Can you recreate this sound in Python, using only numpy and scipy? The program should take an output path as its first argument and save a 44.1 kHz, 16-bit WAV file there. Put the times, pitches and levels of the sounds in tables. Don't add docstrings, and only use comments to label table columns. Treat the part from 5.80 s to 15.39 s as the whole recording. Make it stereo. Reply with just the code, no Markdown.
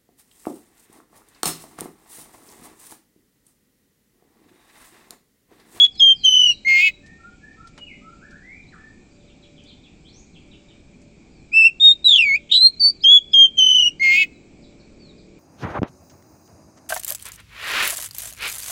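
import sys
import numpy as np
from scipy import signal
from scipy.io import wavfile
from scipy.ndimage import uniform_filter1d, minimum_filter1d

SR = 44100
rng = np.random.default_rng(int(sys.argv[2]) if len(sys.argv) > 2 else 0)


def dump_mix(stems):
    frames = np.atleast_2d(stems).T
    limited = np.clip(frames, -1, 1)
    pcm = np.round(limited * 32767).astype(np.int16)
    wavfile.write(sys.argv[1], SR, pcm)


N = 422919

# (frequency [Hz], relative density [dB])
AIR_SPECTRUM = [(15, -33), (25, -7), (55, 2), (100, -9), (190, -2.5), (300, -9.5), (520, -20), (800, -21.5),
                (1000, -27.5), (2000, -30), (4500, -30), (8300, -38), (9300, -67.5), (16000, -64.5)]
# (frequency [Hz], left-right correlation [-1..1])
AIR_CORRELATION = [(60, 0.97), (180, 0.87), (550, -0.54), (1650, 0.13), (4970, 0.97), (15000, 0.73)]
# (time [s], relative level [dB])
TRAFFIC_SWELL = [(0, -58.5), (2.1, -53.5), (5.301, -54), (7.1, -57), (7.9, -54.5), (8.499, -51),
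                 (9.59, -52)]
# (centre [Hz], spread [Hz], level [dB])
INSECT_BANDS = [(2382, 130, -65.5), (7350, 500, -77)]
# (time [s], firing rate [Hz], gain [dB])
ENGINE_CURVE = [(3, 36.2, -65.5), (7.6, 37.7, -58.5), (9.59, 38.4, -57)]
# (pitch [Hz], initial level [dB], first onset [s])
SIREN_TONES = [(582, -65, .58), (762, -69, -.1)]
# (time [s], initial level [dB], resonance [Hz], bandwidth [Hz])
TICKS = [(.154, -50, 4200, 3000), (0.7, -45, 700, 870), (1.262, -48.5, 4470, 3970),
         (1.872, -47, 4500, 4010), (1.978, -37.5, 980, 1190), (1.98, -64, 4000, 3920),
         (2.508, -52, 4000, 4000), (3.837, -53, 5920, 2980), (5.216, -55.5, 6460, 3056)]

# (time [s], length [s], first [Hz], middle [Hz], last [Hz], level [dB])
FAR_CALLS = [(1.22, .11, 1763, 1827, 1835, -48.5), (1.373, 0.14, 1343, 1390, 1460, -49.5),
             (1.602, .13, 1663, 1762, 1876, -49), (1.759, 0.11, 1235, 1372, 1345, -48.5),
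             (1.974, 0.098, 3035, 2881, 2940, -43.5), (2.056, 0.083, 2990, 2317, 1980, -45),
             (2.201, .14, 1200, 1338, 1387, -50.5), (2.4, 0.082, 1128, 1694, 1730, -49.5),
             (2.5, 0.091, 1190, 1684, 1840, -49), (2.602, 0.21, 1804, 2195, 2516, -46),
             (2.917, .036, 2280, 1510, 1080, -48), (2.97, .11, 1732, 1765, 1861, -47.5),
             (3.298, 0.05, 4657, 4680, 4654, -66), (1.017, 0.17, 4020, 3896, 3900, -59.5),
             (4.235, 0.088, 2570, 3940, 5050, -56.5), (4.31, 0.11, 4570, 6300, 6880, -54.5),
             (3.835, 0.042, 2910, 3400, 4080, -55), (8.51, 0.06, 4100, 3990, 3680, -70),
             (5.692, .15, 1403, 1385, 1380, -69.5), (9.214, .15, 1060, 1102, 1058, -71.5)]
NEAR_CALLS = [(2.815, 0.034, 4400, 3634, 4300, -66), (2.865, .035, 4600, 3900, 4500, -60),
              (5.48, .18, 5100, 4490, 3750, -71), (9.175, 0.16, 4780, 4284, 3450, -58.5)]
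# (time [s], length [s], first pitch [Hz], level [dB])
CHIRPS = [(3.39, .05, 4300, -64), (3.471, 0.045, 4290, -59), (3.619, 0.044, 4390, -54),
          (3.757, 0.052, 4200, -55), (3.865, 0.058, 4900, -51.5), (4.026, 0.053, 4200, -53.5),
          (4.531, 0.045, 4430, -54), (4.707, 0.043, 4320, -51.5), (4.877, .048, 4390, -55.5),
          (8.818, 0.035, 5800, -56), (8.984, .026, 6300, -55), (9.377, 0.024, 5500, -53)]
# (time [s], length [s], level [dB])
FALLS = [(.097, .11, -52), (.32, .17, -49), (.587, .19, -50.5)]
FALL_HZ = (5880, 4270, 3870)

# (time [s], length [s], peak [dB], peak position [0..1], sag [dB], entry [Hz],
# after attack [Hz], at peak [Hz], before release [Hz], exit [Hz], roughness [0..1],
# brightness [dB], left minus right [dB])
WHISTLES = [(-.1, 0.16, -2.5, 0.95, 0.5, 3230, 3258, 3390, 3355, 3250, 0.4, -19.5, -2.5),
            (0.195, 0.14, -2.5, 0.26, 6.6, 3607, 3240, 3219, 3149, 3180, 0.26, -5, 6.5),
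            (5.998, 0.13, -7, 0.42, 0.33, 3470, 3687, 3734, 3672, 3786, 0.17, 5.5, -0.5),
            (6.996, 0.11, -8.5, .5, 3.3, 4740, 4574, 4499, 4562, 4805, 0.38, -6.5, -3),
            (7.236, 0.15, 0, .55, 0.46, 3380, 3134, 3378, 3392, 3260, 0.4, -7.5, 1),
            (7.532, 0.14, 2, 0.79, 8.7, 3470, 3222, 3201, 3135, 3167, 0.22, -6.5, 1.5)]
# (time [s], length [s], level [dB], opening [Hz], first [Hz], last [Hz], left minus right [dB])
TRILLS = [(0.434, 0.2913, -9, 3191, 3038, 2822, 2.5), (7.77, 0.3215, -10, 3178, 3044, 2827, 0.5)]
# (time [s], lift [Hz])
WARBLES = [(0.48, 49.5), (0.508, 44.4), (0.524, 71), (0.55, 91), (0.58, 108), (.606, 110.6), (0.633, 125),
           (.655, 130), (0.699, 75.7), (7.823, 59.4), (7.841, 39.8), (7.865, 71), (7.885, 70), (7.912, 103),
           (7.935, 88.3), (7.964, 171.5), (7.979, 70), (8.012, 173), (8.068, 116)]
# (time [s], gain [dB], left minus right [dB])
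BUZZES = [(.848, -14.5, -0.5), (8.196, -14.5, -0.3)]
# (offset [s], relative level [dB], pitch [Hz], second voice gap [Hz], its strength, roughness [0..1])
BUZZ_CONTOUR = [(0, -12.5, 2081, 212, 0, 0), (0.03, 1.5, 2164, 213, 0.015, .1),
                (.04, 1.5, 2133, 212.3, 0.13, 0.4), (.1, 1, 2128, 201, 0.12, 0.2),
                (.15, 1.5, 2152, 319.3, 0.36, 0.35), (.19, -2.5, 2220, 320, 1.3, .3),
                (.226, -0.5, 2219, 366.5, 1.5, 0.2), (.242, -5, 2137, 354, 0.23, 0.3)]
# (time [s], level [dB], pitch [Hz], roughness [0..1])
SLUR_CONTOURS = [
    [(5.716, -43.5, 2310, 0.05), (5.742, -14.5, 2624, 0.19), (5.774, -6.5, 2662, 0.16),
     (5.81, -9.5, 2670, 0.04), (5.834, -5.5, 2607, 0), (5.866, -4.5, 2735, 0.08), (5.886, -14, 2620, 0.3)],
    [(6.243, -22, 3950, 0.08), (6.27, -4, 3897, 0.13), (6.31, -11.5, 3547, 0.8), (6.34, -6.5, 3310, 0.53),
     (6.365, -7.5, 3170, 1), (6.39, -10.5, 2724, 0.46), (6.415, -11, 2647, .69), (6.45, -17.5, 2310, 0.2),
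     (6.51, -12, 2164, 0.2), (6.545, -12, 2215, 0.1), (6.565, -15.5, 2490, 0.1)],
    [(6.69, -47.5, 3210, 1), (6.711, -35.5, 3460, 0.98), (6.716, -15.5, 3550, .8), (6.74, -13, 3850, 0.91),
     (6.77, -6.5, 4030, 0.73), (6.795, -16, 3934, 0.14), (6.83, -9.5, 4162, 0), (6.87, -2, 4188, 0.1),
     (6.882, -19, 4310, .07)],
]
# (gap [Hz], strength, left minus right [dB])
SLUR_VOICES = [(400, 0, 2), (450.5, 0.038, 0.4), (-720, .55, 2)]
# (time [s], length [s], first [Hz], last [Hz], final level [dB])
GRACES = [(.175, 0.031, 4900, 5290, -25.5), (7.204, 0.041, 3700, 5360, -29),
          (7.517, .025, 4900, 5220, -30.5), (8.188, .015, 4690, 4850, -43)]
UPPER_PARTIALS_DB = [-47, -51, -53.5, -44]
# (delay [s], left [dB], right [dB])
ECHOES = [(.004, -19, -15), (.0051, -14.5, -14), (.0061, -25, -15), (.0079, -17, -21), (.0094, -13, -18),
          (0.011, -14, -18), (0.013, -15.5, -9.5), (0.015, -12.5, -10), (0.017, -20, -20.5)]
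# (frequency [Hz], gain [dB])
SONG_COLOUR = [(700, -24), (1700, -4.5), (2050, -2.5), (4000, 3), (9000, 1.5), (10000, -22), (12000, -2),
               (13400, -23), (14600, -1.5), (15500, 7.5)]

# (partial 2 [dB], partial 3 [dB], offset on partials 4 to 7 [dB])
WHISTLE_TONE_DB, TRILL_TONE_DB = (-31, -39.5, -5.5), (-17, -39.5, 6.4)
BUZZ_TONE_DB, SLUR_TONE_DB, GRACE_TONE_DB = (-24, -31, .3), (-28, -35.5, -3.5), (-41, -57, -11.5)
ATTACK_S, RELEASE_S = .011, .012
ONSET_DB, RELEASE_DB = -24, -13


def amp(db):
    return 10 ** (np.asarray(db) / 20)


def unit_rms(x):
    return x / np.sqrt(np.mean(x ** 2) + 1e-20)


def log_interp(points, hz):
    f, value = np.transpose(points)
    return np.interp(np.log(hz + 1), np.log(f + 1), value)


def add(mix, start_s, sound):
    part = mix[..., max(round(start_s * SR), 0):][..., :sound.shape[-1]]
    part += sound[..., :part.shape[-1]]


def wander(samples, cutoff_hz):
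    lowpass = signal.butter(N=2, Wn=cutoff_hz, fs=SR)
    return unit_rms(signal.lfilter(*lowpass, rng.standard_normal(samples + 2000))[2000:])


def reverb_tail(t60_s, onset_s):
    t = np.arange(SR) / SR
    taps = rng.choice([-1., 1.], (2, SR)) * (rng.random((2, SR)) < 3000 / SR)
    taps = taps * amp(-60 * t / t60_s) * (t > onset_s)
    return taps / np.linalg.norm(taps, axis=1, keepdims=True)


def noise_spectra():
    frames, hz = N // 256 + 5, np.fft.rfftfreq(1024, 1 / SR)
    a, b, c, d, patches = rng.standard_normal((frames, 513, 5)).T
    patches = unit_rms(uniform_filter1d(uniform_filter1d(patches, 10, axis=0), 14, axis=1))
    correlation = np.clip(log_interp(AIR_CORRELATION, hz), -1, 1)[:, None]
    left = a + 1j * b
    right = correlation * left + np.sqrt(1 - correlation ** 2) * (c + 1j * d)
    return hz, np.array([left, right]) * amp(1.3 * patches)


def waveform(spectra):
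    return unit_rms(signal.istft(spectra, nperseg=1024, noverlap=768)[1][:, :N])


def air(hz, noise, level_db=-49.5):
    s, db = np.transpose(TRAFFIC_SWELL)
    swell_db = np.interp(np.arange(noise.shape[-1]) * 256 / SR, s, db - db.min())
    band = np.exp(-np.log((hz + 1) / 500) ** 2 / .9)[:, None]
    shape_db = log_interp(AIR_SPECTRUM, hz)[:, None] + band * swell_db
    return amp(level_db) * waveform(noise * amp(shape_db))


def insects(hz, noise):
    return sum(amp(db) * waveform(noise * np.exp(-((hz - centre_hz) / spread_hz) ** 2 / 2)[:, None])
               for centre_hz, spread_hz, db in INSECT_BANDS)


def engine():
    s, hz, db = np.transpose(ENGINE_CURVE)
    t = np.arange(N) / SR
    cycles = np.cumsum(np.interp(t, s, hz)) / SR
    sway = uniform_filter1d(rng.standard_normal((22, N // 512 + 1)), size=30, axis=1)
    sway = np.repeat(sway, 512, axis=1)[:, :N]
    sway = uniform_filter1d(unit_rms(sway), size=512, axis=1)
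    orders = sum(amp(-1.9 * abs(k - 8) + 2.5 * sway[k]) * np.sin(2 * np.pi * k * cycles + k * k)
                 for k in range(3, 22))
    return orders * amp(np.interp(t, s, db))


def siren(period_s=1.358):
    t, out = np.arange(N) / SR, 0
    for (hz, db, onset_s), loss_db_per_s in zip(SIREN_TONES, (.1, 1.6)):
        gate = uniform_filter1d(1. * ((t - onset_s) % period_s < period_s / 2), 1500)
        gain = amp(db - loss_db_per_s * t + 2.6 * wander(N, 4.4))
        out = out + np.sqrt(2) * gain * gate * np.sin(2 * np.pi * hz * t)
    return out * amp([[-1.5], [1.5]])


def ticks(t60_s=.089):
    out, t = np.zeros((2, N)), np.arange(1200) / SR
    for s, db, hz, width_hz in TICKS:
        resonance = signal.iirpeak(hz, hz / width_hz, SR)
        burst = unit_rms(signal.lfilter(*resonance, rng.standard_normal((2, len(t)))))
        add(out, s, amp(db) * burst * amp(-60 * t / t60_s))
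    return signal.sosfilt(signal.butter(N=6, Wn=8800, fs=SR, output="sos"), out)


def glides(calls):
    dry = np.zeros(N)
    for s, length_s, *hz, db in calls:
        u = np.arange(0, 1, 1 / (SR * length_s))
        high = max(hz) > 3500
        hoarse = high and length_s < .085 and np.ptp(hz) > 750
        pitch_hz = np.polyval(np.polyfit([0, .5, 1], hz, deg=2), u)
        pitch_hz *= 1 + .005 * wander(len(u), 50) + .03 * hoarse * wander(len(u), 200)
        db = db + 4 * high * wander(len(u), 45)
        tone = np.sqrt(2) * np.sin(2 * np.pi * np.cumsum(pitch_hz) / SR)
        add(dry, s, amp(db) * tone * signal.windows.tukey(len(u), .6))
    return dry


def other_birds():
    falls = [(s, length_s, *FALL_HZ, db) for s, length_s, db in FALLS]
    chirps = [(s, length_s, hz, .75 * hz, .54 * hz, db) for s, length_s, hz, db in CHIRPS]
    dry = np.array([glides(FAR_CALLS + falls), glides(chirps), glides(NEAR_CALLS)])
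    direct = amp([-4.5, -6.5, .1]) @ dry
    echoed = amp([3.6, 1.5, -3]) @ dry
    tail = reverb_tail(t60_s=.48, onset_s=.0051)
    return direct + signal.fftconvolve(echoed[None], tail, axes=1)[:, :N]


def syrinx(contour, tone_db, pan_db, warbles=()):
    s, *columns = np.transpose([tuple(row) + (0,) * (6 - len(row)) for row in contour])
    t = np.arange(s[0], s[-1], 1 / SR)
    db, hz, gap_hz, strength, rough = (np.interp(t, s, c) for c in columns)
    hz = uniform_filter1d(hz, 150, mode="nearest")
    hz += sum(lift_hz * np.exp(-((t - at_s) / width_s) ** 2) for at_s, lift_hz, width_s in warbles)
    hz += 8 * wander(len(t), 90) + 260 * rough ** 3 * wander(len(t), 110)
    gap_hz *= 1 + (.04 + .16 * rough ** 2) * wander(len(t), 80)
    carrier = np.exp(2j * np.pi * np.cumsum(hz) / SR)
    beat = np.exp(2j * np.pi * np.cumsum(gap_hz) / SR)
    ladder_gain = np.clip(1 - .95 * rough, 0, 1) * (gap_hz > 0)
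    ladders = [ladder_gain * sum(ratio ** n * beat ** n * np.exp(-.12j * n * n) for n in range(2, 11))
               for ratio in (.55, .75)]
    leak = wander(len(t), 1100) * (.025 + .05 * rough)
    flutter = .5 * rough ** 2 * wander(len(t), 100)
    pull, overtone_pull = (strength * (beat + (ladder + .044 / beat + leak) / (.13 + strength)) + flutter
                           for ladder in ladders)
    second_db, third_db, upper_db = tone_db
    out = carrier * (1 + pull)
    for k, part_db in enumerate([second_db, third_db] + [upper_db + u for u in UPPER_PARTIALS_DB], 2):
        partial = carrier ** k * (1 + .66 * k * overtone_pull) / (1 + .7 * strength ** 2)
        out += amp(part_db) * partial * (k * hz < SR / 2.2)
    edge = np.clip(np.minimum(t - s[0], s[-1] - t) / .0025, 0, 1)
    envelope = np.sqrt(2) * amp(db) * np.sin(edge * np.pi / 2) ** 2
    return envelope * out.real * amp([[pan_db / 2], [-pan_db / 2]])


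def grace(s, length_s, first_hz, last_hz, db, start_db=-22.5):
    contour = [(s, db + start_db, first_hz),
               (s + .5 * length_s, db + .68 * start_db, .32 * first_hz + .68 * last_hz),
               (s + length_s, db, last_hz)]
    return contour, GRACE_TONE_DB, 0


def slur(points, gap_hz, strength, pan_db):
    contour = [(s, db, hz, gap_hz * (.39 + .65 * rough), strength * rough ** 3, rough)
               for s, db, hz, rough in points]
    return contour, SLUR_TONE_DB, pan_db


def buzz(s, gain_db, pan_db):
    contour = [(s + offset_s, gain_db + db, *rest) for offset_s, db, *rest in BUZZ_CONTOUR]
    return contour, BUZZ_TONE_DB, pan_db


def trill(s, length_s, db, opening_hz, first_hz, last_hz, pan_db, opening_s=.022, step_s=.008, sag_db=5):
    contour = [(s, db + ONSET_DB, first_hz),
               (s + 1.6 * ATTACK_S, db, opening_hz),
               (s + opening_s, db, opening_hz),
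               (s + opening_s + step_s, db, first_hz),
               (s + .5 * length_s, db - .27 * sag_db, .67 * first_hz + .33 * last_hz),
               (s + length_s - RELEASE_S, db - sag_db, last_hz),
               (s + length_s, db - sag_db + RELEASE_DB / 2, last_hz)]
    warbles = [(at_s, lift_hz, .004 + .018 * (at_s - s))
               for at_s, lift_hz in WARBLES if s < at_s < s + length_s]
    return contour, TRILL_TONE_DB, pan_db, warbles


def whistle(s, length_s, db, peak_at, sag_db, entry_hz, first_hz, peak_hz, last_hz, exit_hz,
            rough, bright_db, pan_db):
    contour = [(s, db + ONSET_DB, entry_hz, 0, 0, .87 * rough),
               (s + ATTACK_S, db - 9.5, first_hz, 0, 0, rough),
               (s + peak_at * length_s, db, peak_hz, 0, 0, rough),
               (s + length_s - RELEASE_S, db - sag_db, last_hz, 0, 0, rough),
               (s + length_s, db - sag_db + RELEASE_DB, exit_hz, 0, 0, rough)]
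    return contour, np.add(WHISTLE_TONE_DB, (0, bright_db, bright_db / 2)), pan_db


def songbird(lead_s=.2):
    notes = [whistle(*row) for row in WHISTLES] + [trill(*row) for row in TRILLS]
    notes += [buzz(*row) for row in BUZZES]
    notes += [slur(points, *voice) for points, voice in zip(SLUR_CONTOURS, SLUR_VOICES)]
    notes += [grace(*row) for row in GRACES]
    dry = np.zeros((2, N + round(lead_s * SR)))
    for contour, *voicing in notes:
        add(dry, lead_s + contour[0][0], syrinx(contour, *voicing))
    out = np.array([dry[0], np.roll(dry[1], 1)])
    for delay_s, left_db, right_db in ECHOES:
        add(out[0], delay_s, amp(left_db) * dry[0])
        add(out[1], delay_s + .0001, amp(right_db) * dry[1])
    yard = amp(-16.5) * reverb_tail(t60_s=.13, onset_s=.005)
    yard += amp(-38.5) * reverb_tail(t60_s=.91, onset_s=.027)
    out += signal.fftconvolve(dry.mean(0)[None], yard, axes=1)[:, :out.shape[1]]
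    return out[:, -N:]


def scene():
    hz = np.linspace(0, SR / 2, 129)
    colour_fir = signal.firwin2(255, hz, amp(log_interp(SONG_COLOUR, hz)), fs=SR)
    bird = signal.oaconvolve(songbird(), colour_fir[None], "same")
    events = bird + other_birds() + ticks()
    bins_hz, noise = noise_spectra()
    return events + air(bins_hz, noise) + insects(bins_hz, noise) + engine() + siren()


def record(dry):
    threshold_db, recovery_db_per_s, ceiling, cutoff_hz = -13, 119, .96, 16050
    power_db = 10 * np.log10(abs(uniform_filter1d((dry ** 2).mean(0), 800)) + 1e-12)
    ramp_db = np.arange(N) * recovery_db_per_s / SR
    held_db = np.maximum.accumulate(power_db + ramp_db) - ramp_db
    over_db = np.maximum(held_db - threshold_db, 0)
    ducked = dry / amp(.3 * uniform_filter1d(over_db, 800))
    limit_gain = minimum_filter1d(np.minimum(1, ceiling / (abs(ducked).max(0) + 1e-9)), size=401)
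    limited = ducked * uniform_filter1d(limit_gain, size=201)
    lowpass = signal.firwin(511, cutoff_hz, window=("kaiser", 9), fs=SR)
    return signal.oaconvolve(limited, lowpass[None], "same")


dry = scene()
out = record(dry)
dump_mix(out)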